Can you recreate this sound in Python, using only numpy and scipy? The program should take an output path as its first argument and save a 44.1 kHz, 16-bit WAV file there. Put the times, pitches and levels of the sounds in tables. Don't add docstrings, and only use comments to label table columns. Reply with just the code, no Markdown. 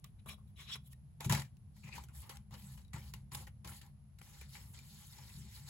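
import sys
import numpy as np
from scipy import signal
from scipy.fft import rfft, irfft
from scipy.io import wavfile
from scipy.ndimage import uniform_filter1d

SR = 44100
rng = np.random.default_rng(int(sys.argv[2]) if len(sys.argv) > 2 else 0)


def transcribe(u):
    v = np.clip(np.atleast_2d(u).T, -1, 1)
    q = np.round(v * 32767).astype(np.int16)
    wavfile.write(sys.argv[1], SR, q)


N = 250929
TIME_S = np.arange(N) / SR
BIN_HZ = np.arange(N // 2 + 1) * SR / N + 1e-3

# start in seconds, rise in seconds, hold in seconds, bristle level in dB,
# change over the hold in dB, then paper body, rasp and fine hiss in dB re bristles.
BRUSH_STROKES = [(1.715, 0.052, 0.085, -73.5, -2, -14, -11, -1.5),
                 (1.825, 0.015, 0.043, -67, 3.5, -2, -1.5, -2.5),
                 (1.9, 0.063, 0.014, -52.5, -7.5, -5, 0, -2), (1.99, 0.013, 0.032, -68, -0.5, -4.5, -5, 0),
                 (2.115, 0.036, 0.073, -63.5, -2.5, -11, -9, 3),
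                 (2.205, 0.028, 0.044, -67.5, -4, 4, 1.5, 3), (2.3, 0.011, 0.052, -63, -5, -0.5, -1, -2),
                 (2.505, 0.0048, 0.028, -69.5, 5.5, 2.5, -4, -2),
                 (2.55, 0.027, 0.17, -67.5, 0, -8.5, -6.5, 4.5),
                 (2.96, 0.024, 0.11, -66.5, -1, -6.5, -6.5, 4), (3.14, 0.01, 0.045, -69, -8, -1.5, 0.5, -1),
                 (3.312, 0.0075, 0.038, -56.5, -3.5, -2.5, -3, 0.5),
                 (3.355, 0.016, 0.056, -57.5, -4, -4.5, -5.5, 2),
                 (3.669, .004, 0.06, -58, -7.5, -6, -2, 3.5), (3.71, 0.02, 0.04, -64.5, 3.5, -13, -7, 2.5),
                 (3.82, 0.0084, 0.042, -71.5, -4.5, 2.5, 1, 2.5)]
# start in seconds, bristle level in dB, fade T60 in seconds,
# then paper body and rasp in dB re bristles.
BRISTLE_CATCHES = [(1.762, -72, 0.063, -8.5, 3.5), (1.884, -69.5, 0.05, 11, 4), (1.975, -60, .12, 5, 0),
                   (2.033, -60.5, 0.065, -4, -15), (2.088, -75, 0.16, 6, 5.5),
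                   (2.292, -51.5, 0.094, -4, -2), (2.535, -61.5, 0.18, 0, 1), (2.772, -66, 0.24, -3.5, -1),
                   (2.929, -56.5, 0.3, 2, 2), (2.958, -61, 0.089, 5, 4), (3.134, -54.5, 0.064, -5.5, -3),
                   (3.343, -43.5, 0.05, -6, -9), (3.468, -59.5, 0.061, -2.5, 3.5),
                   (3.642, -59, 0.26, 3, -1.5), (3.715, -64, 0.058, 2, 7), (3.81, -59.5, 0.061, -9.5, -3.5),
                   (4.182, -65.5, 0.093, -12, -1), (4.21, -62.5, 0.032, 2.5, 9.5),
                   (4.408, -58.5, 0.13, -5.5, -4), (4.548, -65.5, 0.067, -2, 11)]
# time in seconds, bristle level in dB,
# then paper body and fine hiss in dB re bristles.
SWIRL_LEVELS = [(4.225, -65, -10.5, 0.5), (4.367, -65, -6.5, -3), (4.391, -63.5, -18, 0),
                (4.423, -63.5, -11, -13), (4.481, -72.5, -11, 0), (4.539, -62, -18, 2.5),
                (4.563, -59, -8, -4.5), (4.729, -79, -3, 14.5), (4.745, -58, -14, -5.5),
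                (4.831, -69, -8.5, -0.5), (4.881, -65, -15, 2), (5.043, -61.5, -11.5, -0.5),
                (5.069, -64, -23, 1.5), (5.179, -63.5, -4.5, 0.5), (5.403, -64.5, -15, 2.5),
                (5.475, -65.5, -9, -6), (5.545, -60, -25, 2), (5.573, -60, -6.5, 2), (5.647, -68, -14, -1),
                (5.69, -55, -11.5, 0)]
# start in seconds, rise in seconds, hold in seconds, scrape level in dB,
# change over the hold in dB, then hollow body, rasp and fine hiss in dB re scrape.
PAD_SLIDES = [(.036, 0.0093, .002, -58.5, -0.5, -6.5, -8, -10.5), (.05, .01, 0.047, -76.5, -15.5, -3, 1, 4),
              (.18, 0.017, .002, -72.5, -2, -24, -2, -18), (.257, 0.0035, .015, -68.5, -5, 13, -2, 6.5),
              (.262, 0.031, 0.051, -50.5, -14, -6.5, -2.5, -3), (.37, 0.011, 0.035, -81.5, -13, 13, -11, 0),
              (.46, .016, .03, -83, -2, -14, -7, 3), (.558, 0.036, 0.078, -54.5, -10, -10.5, -4, -9.5),
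              (.645, .05, 0.05, -48, 7, -29, -8.5, -16), (.745, 0.012, 0.0062, -49, -6, -8.5, -4, -5),
              (.81, 0.069, .005, -70, -7, -17, -13, 7.5), (.89, 0.037, 0.0027, -62.5, -3, -16, -17, 5)]
# start in seconds, scrape level in dB,
# fade T60 in seconds, then hollow body and rasp in dB re scrape.
PAD_RATTLES = [(1.2, -55, 0.25, 3, 1), (1.239, -47, 0.12, -4, -6), (1.291, -40, 0.11, -2.5, -0.5),
               (1.305, -43.5, 0.14, 3.5, 2), (1.317, -36, 0.15, -3, -1), (1.343, -45, 0.18, -1, 0),
               (1.366, -48, .15, 1, 1), (1.388, -48.5, 0.098, -18, -7), (1.412, -62, 0.058, -3, 10),
               (1.44, -67, 0.12, -7, -2)]
# start in seconds, rise in seconds, hold in seconds,
# level in dB, change over the hold in dB.
PAD_CHAFES = [(1.825, 0.013, .003, -59, 0), (1.85, 0.018, 0.014, -60, -3), (1.905, 0.024, .002, -54, 1.5),
              (1.94, .028, .003, -63, -3)]
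# centre in Hz, width in Hz, relative level in dB.
BRISTLE_PEAKS = [(3170, 460, -5), (3680, 200, -2.5), (4337, 870, -0.5), (5290, 300, -2.5), (6030, 390, -5),
                 (6250, 220, -4), (7040, 300, -1.5), (7870, 800, -3)]
PAPER_PEAKS = [(343, 118, -9), (543, 123, -10), (808, 73, -0.5), (961, 168, -1.5), (1175, 220, -9)]
SLIDE_SCRAPE_PEAKS = [(2980, 360, -3), (3410, 210, 2.5), (3880, 200, 4), (4520, 410, -8.5), (5450, 340, -6),
                      (6200, 1600, -14), (7530, 930, -16.5), (7850, 440, -18)]
SLIDE_BODY_PEAKS = [(420, 81, -5.5), (643, 170, -3.5), (920, 340, -6.5), (1130, 134, 3.5)]
SLIDE_RASP_PEAKS = [(1530, 900, -5), (2130, 410, 1), (2420, 210, 4), (2920, 690, 0.5)]
PAD_SCRAPE_PEAKS = [(3200, 1000, 2), (3800, 410, 3.5), (4670, 1030, 2.5), (5210, 630, -4), (5770, 420, 1.5),
                    (6700, 560, 1.5), (7400, 420, 1.5), (8000, 660, -0.5)]
PAD_BODY_PEAKS = [(446, 510, -5), (798, 150, 0), (924, 129, 1.5), (962, 138, -8), (1170, 260, -8)]
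RASP_PEAKS = [(1399, 205, -2), (1732, 217, -0.5), (2043, 290, 1.7), (2370, 200, -0.41), (2867, 560, -2.1)]
FINE_HISS_PEAKS = [(10000, 2860, 7), (10260, 750, 3.5), (11450, 1200, -2), (12300, 2100, 3),
                   (14200, 2400, -5.5), (15800, 1200, 0)]
CHAFE_PEAKS = [(2420, 250, 9), (2480, 380, 0)]
# start in seconds, crack level in dB, pitch in Hz, ring in dB re crack.
PLASTIC_TICKS = [(0.0424, -39, 2820, -17), (0.2614, -60, 1210, -9), (0.7238, -53, 2800, -7),
                 (0.9311, -49.5, 1850, -5.5), (1.2059, -35, 1096, -8), (1.2456, -58, 760, -10),
                 (1.2962, -27, 978, 0), (1.3234, -23.5, 870, -18), (1.3494, -28.5, 2200, -5),
                 (1.4194, -37.5, 876, -9), (1.5683, -58.5, 840, -18), (1.7635, -62, 950, -1),
                 (1.888, -54, 2050, 9.5), (1.9804, -48.5, 950, 17), (2.0373, -46, 876, -19),
                 (2.0857, -54, 1426, 1), (2.2936, -38.5, 865, -10), (2.337, -58, 1970, -12),
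                 (2.357, -48, 2080, -10), (2.37, -42.5, 2200, -19), (2.508, -58, 1050, 0),
                 (2.5396, -50, 1080, 3), (2.7744, -55, 3000, -1), (2.815, -59, 3870, -2),
                 (2.848, -60.5, 3900, 4.5), (2.88, -62, 3840, 2), (2.9332, -46, 2044, -8),
                 (3.1374, -35.5, 2830, -8), (3.3164, -53, 964, -15), (3.3498, -33.5, 1020, -10),
                 (3.4688, -48.5, 1916, 3.5), (3.646, -43.5, 900, -10), (3.6745, -39, 3000, -9),
                 (3.8137, -51, 960, -14), (3.8636, -56, 820, -8), (4.1877, -55, 1910, -12),
                 (4.2163, -52, 2260, -5), (4.4114, -48.5, 2370, 5), (4.5494, -50, 835, 4.5),
                 (4.7398, -55, 970, -1), (4.789, -46, 2400, -1), (5.1844, -45.5, 874, 0),
                 (5.2994, -48.5, 2620, -2)]
# start in seconds, level in dB, extra level of the lowest mode in dB.
TABLE_BLOWS = [(0.26, -49, -4.5), (1.259, -27.5, -29), (1.29, -30.5, -5.5), (1.302, -22, -32),
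               (1.329, -34.5, -15), (1.358, -34.5, -18), (1.844, -42, -10), (1.951, -45, -9),
               (2.522, -44.5, -7), (2.939, -37, -34), (3.138, -49.5, -5), (3.321, -43.5, -18),
               (3.351, -52, -18), (3.653, -44.5, -5.5), (5.35, -49.5, 2), (5.373, -42.5, -4.5),
               (5.4, -49, -5), (5.44, -45, -5.5)]
# frequency in Hz, relative level in dB, T60 in seconds.
TABLE_MODES = [(73.4, 4, 0.28), (94, -17.5, .2), (118.4, -7.5, 0.44), (132.4, 1, 0.06), (138.8, -2, 0.26),
               (164.9, -2, 0.17), (207.8, -9, 0.48), (260, -9, 0.09), (378, -4, 0.12), (490, -24.5, 0.11)]
# centre in Hz, width in Hz, relative level in dB.
RUMBLE_PEAKS = [(44.4, 13, -11), (67.6, 18, -0.5), (99, 25.6, -7), (135, 16.2, -3), (152.2, 24, -13.5),
                (202.7, 12.9, -9)]
# time in seconds, level in dB.
RUMBLE_LEVELS = [(0.0, -54), (0.62, -54.5), (1.11, -55.5), (1.38, -53.5), (1.73, -55.5), (3.23, -52),
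                 (4.2, -57.5), (4.75, -54.5), (5.23, -56.5), (5.69, -53.5)]
# frequency in Hz, relative density in dB per Hz.
HISS_SPECTRUM = [(200, 5), (300, -19.5), (700, -11.5), (1500, -20.5), (4000, -25), (8000, -29),
                 (9800, -39.5), (10500, -8.5), (11300, -23.5), (13000, -34.5), (14000, -61.5)]
# frequency in Hz, correlation from 0 to 1.
HISS_CORRELATION = [(200, .9), (640, 0.13), (1400, 0.1), (3000, 0.009), (17000, .01)]
NEAR_CORRELATION = [(200, 0.85), (600, 0.64), (1200, 0.54), (3000, 0.31), (6000, 0.21), (7000, 1),
                    (16000, 1)]
# frequency in Hz, lead of the left port in radians.
PORT_LEAD = [(1000, 0), (2200, .3), (3000, 1.5), (5700, 2.6), (6900, 0), (15700, -4 * np.pi)]
# frequency in Hz, left minus right in dB.
PORT_LEVEL_GAP = [(200, 3.5), (1000, 3.5), (2000, 3), (4000, 1.5), (8000, -0.6), (16000, 1)]

RISE_DB = 26
BRUSH_FADE_S, SLIDE_FADE_S, CHAFE_FADE_S = 0.17, 0.046, 0.16
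CATCH_RISE_S, CATCH_HISS_DB = 0.0057, -0.5
PAD_RISE_S, PAD_HISS_DB = 0.0076, -2
SWIRL_RASP_DB, SWIRL_RASP_SHARE = -2, 0.44
TICK_T60_S, CONTACT_S = 0.032, 0.0044
ROOM_T60_S, ROOM_DB = 0.17, -17
HISS_DB = -73.5
LOW_CUT_HZ, TOP_HZ = 46, 15800


def brush():
    power = strokes(BRUSH_STROKES, BRUSH_FADE_S)
    power = power + bursts(BRISTLE_CATCHES, CATCH_RISE_S, CATCH_HISS_DB)
    power = power + swirl()
    bodies = (BRISTLE_PEAKS, PAPER_PEAKS, RASP_PEAKS, FINE_HISS_PEAKS)
    return rubbing(power, bodies, grain_db=3.0, patchy_db=3.0, drift_db=-0.74)


def swirl():
    time_s, bristle_db, body_db, hiss_db = np.transpose(SWIRL_LEVELS)
    level = np.interp(TIME_S, time_s, bristle_db, left=-200)
    body = np.interp(TIME_S, time_s, body_db)
    rasp = SWIRL_RASP_DB + SWIRL_RASP_SHARE * body
    hiss = np.interp(TIME_S, time_s, hiss_db)
    return undb([level, level + body, level + rasp, level + hiss]) ** 2


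def pad_slide():
    bodies = (SLIDE_SCRAPE_PEAKS, SLIDE_BODY_PEAKS, SLIDE_RASP_PEAKS, FINE_HISS_PEAKS)
    return rubbing(strokes(PAD_SLIDES, SLIDE_FADE_S), bodies, grain_db=2.5, patchy_db=4.0, drift_db=-0.4)


def pad_set_down():
    power = bursts(PAD_RATTLES, PAD_RISE_S, PAD_HISS_DB)
    bodies = (PAD_SCRAPE_PEAKS, PAD_BODY_PEAKS, RASP_PEAKS, FINE_HISS_PEAKS)
    return rubbing(power, bodies, grain_db=2.0, patchy_db=3.0, drift_db=0.5)


def pad_chafe():
    return rubbing(strokes(PAD_CHAFES, CHAFE_FADE_S), (CHAFE_PEAKS,), grain_db=1.5, patchy_db=2.0, drift_db=0.5)


def rubbing(power, bodies, grain_db, patchy_db, drift_db):
    first, last = np.flatnonzero(power[0] > 1e-15)[[0, -1]]
    out = np.zeros((2, N))
    gains = uniform_filter1d(np.sqrt(power), size=60)
    for gain, peaks in zip(gains, bodies):
        size = undb(grain_db * rng.exponential(size=N))
        slips = (rng.standard_normal((2, N)) * size)[:, first:last]
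        rung = 0
        for k, (hz, width_hz, db) in enumerate(peaks):
            wander_db = (patchy_db * walk(70) + drift_db * walk(9))[first:last]
            shifted = np.roll(slips, 999 * k, axis=1)
            rung = rung + ring(shifted, hz, width_hz) * undb(db + wander_db)
        out[:, first:last] += gain[first:last] * unit(rung)
    return out


def strokes(rows, fade_s):
    return sum(swell(*row[:5], fade_s, *row[5:]) for row in rows)


def bursts(rows, rise_s, hiss_db):
    return sum(swell(s, rise_s, 0, db, 0, fade_s, body_db, rasp_db, hiss_db)
               for s, db, fade_s, body_db, rasp_db in rows)


def swell(start_s, rise_s, hold_s, db, change_db, fade_s, *relative_db):
    steps_s = [0, max(rise_s, .001), max(hold_s, .001), max(fade_s, .01)]
    times_s = start_s + np.cumsum(steps_s)
    points_db = db + np.array([-RISE_DB, 0, change_db, change_db - 60])
    level = np.interp(TIME_S, times_s, points_db, left=-200, right=-200)
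    return undb(level + np.array((0,) + relative_db)[:, None]) ** 2


def ticks(crack_s=0.015, noisy=0.25):
    out, t = np.zeros((2, N + SR // 5)), np.arange(SR // 5) / SR
    crack_env = 1000. ** (-t / crack_s) * (1 - np.exp(-t / 0.00048))
    ring_env = 1000. ** (-t / TICK_T60_S) * (1 - np.exp(-t / 0.0041))
    for start_s, db, hz, ring_db in PLASTIC_TICKS:
        crack_noise, ring_noise = rng.standard_normal((2, 2, len(t)))
        crack = ring(crack_noise, 5500, 9600) * crack_env
        tone = np.sin(2 * np.pi * hz * t) + noisy * unit(ring(ring_noise, hz, hz / 4))
        i = int(start_s * SR)
        out[:, i:i + len(t)] += undb(db) * (crack + undb(ring_db) * tone * ring_env)
    return out[:, :N]


def table(left_db=2.0, swell_s=0.0038):
    out, t = np.zeros(N + SR), np.arange(SR) / SR
    hz, mode_db, t60_s = np.transpose(TABLE_MODES)[:, :, None]
    push = np.hanning(int(CONTACT_S * SR))
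    for start_s, db, lowest_db in TABLE_BLOWS:
        spot_db = 2.2 * rng.standard_normal((len(TABLE_MODES), 1))
        gain = undb(db + mode_db + spot_db + lowest_db * (hz == hz.min()))
        modes = np.sum(gain * np.sin(2 * np.pi * hz * t) * 1000. ** (-t / t60_s), axis=0)
        modes *= 1 - np.exp(-t / swell_s)
        i = int(start_s * SR)
        out[i:i + SR] += signal.fftconvolve(modes, push / push.sum())[:SR]
    return panned(out[:N], left_db)


def ports(near, scattered, likeness, close=False):
    likeness, side = np.clip(likeness, 0, 1), np.array([[1], [-1]])
    common = np.sqrt((1 + likeness) / 2) * rfft(near)
    mix = common + np.sqrt((1 - likeness) / 2) * rfft(scattered) * side
    if close:
        lead_rad = np.interp(BIN_HZ, *np.transpose(PORT_LEAD))
        mix = mix * np.exp(.5j * side * lead_rad) * undb(side * along_hz(PORT_LEVEL_GAP) / 2)
    return irfft(mix, N)


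def room(x):
    t = np.arange(SR // 2) / SR
    tail = rng.standard_normal((2, len(t))) * 1000. ** (-t / ROOM_T60_S) * (t > .004)
    tail = signal.lfilter([1], [1, -.4], tail)
    tail = tail / np.sqrt(np.sum(tail ** 2) / 2)
    return x + undb(ROOM_DB) * signal.fftconvolve(x, tail, axes=1)[:, :N]


def rumble():
    total = 0
    for hz, width_hz, db in RUMBLE_PEAKS:
        noise = rng.standard_normal(N + SR // 4)
        total = total + undb(db + 1.9 * walk(7.8)) * ring(noise, hz, width_hz)[-N:]
    return unit(total)


def hiss():
    return unit(irfft(rfft(rng.standard_normal(N)) * undb(along_hz(HISS_SPECTRUM)) * (BIN_HZ > 150), N))


def background(left_db=1.0, likeness=0.91):
    low = ports(rumble(), rumble(), likeness) * undb(np.interp(TIME_S, *np.transpose(RUMBLE_LEVELS)))
    return panned(low, left_db) + undb(HISS_DB) * ports(hiss(), hiss(), along_hz(HISS_CORRELATION))


def undb(db):
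    return 10 ** (np.asarray(db) / 20)


def unit(x):
    return x / np.sqrt(np.mean(x ** 2))


def along_hz(points):
    hz, value = np.transpose(points)
    return np.interp(np.log(BIN_HZ), np.log(hz + 1), value)


def ring(x, hz, width_hz):
    b, a = signal.iirpeak(hz, hz / width_hz / 1.51, fs=SR)
    return signal.lfilter(b, a, signal.lfilter(b, a, x))


def walk(rate_hz):
    k = int(SR / rate_hz)
    held = np.repeat(rng.standard_normal(N // k + 1), k)
    return 1.3 * uniform_filter1d(uniform_filter1d(held, k), k)[:N]


def panned(x, left_db):
    return x * undb(np.array([[left_db], [-left_db]]) / 2)


def scene():
    near, scattered = brush() + pad_slide() + pad_set_down() + pad_chafe() + ticks()
    close = ports(near, scattered, along_hz(NEAR_CORRELATION), close=True)
    return room(close) + table() + background()


def record(dry):
    low_cut = signal.butter(3, LOW_CUT_HZ, "high", fs=SR, output="sos")
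    top_cut = signal.ellip(10, .2, 80, TOP_HZ, fs=SR, output="sos")
    return signal.sosfilt(top_cut, signal.sosfilt(low_cut, dry))


dry = scene()
out = record(dry)
transcribe(out)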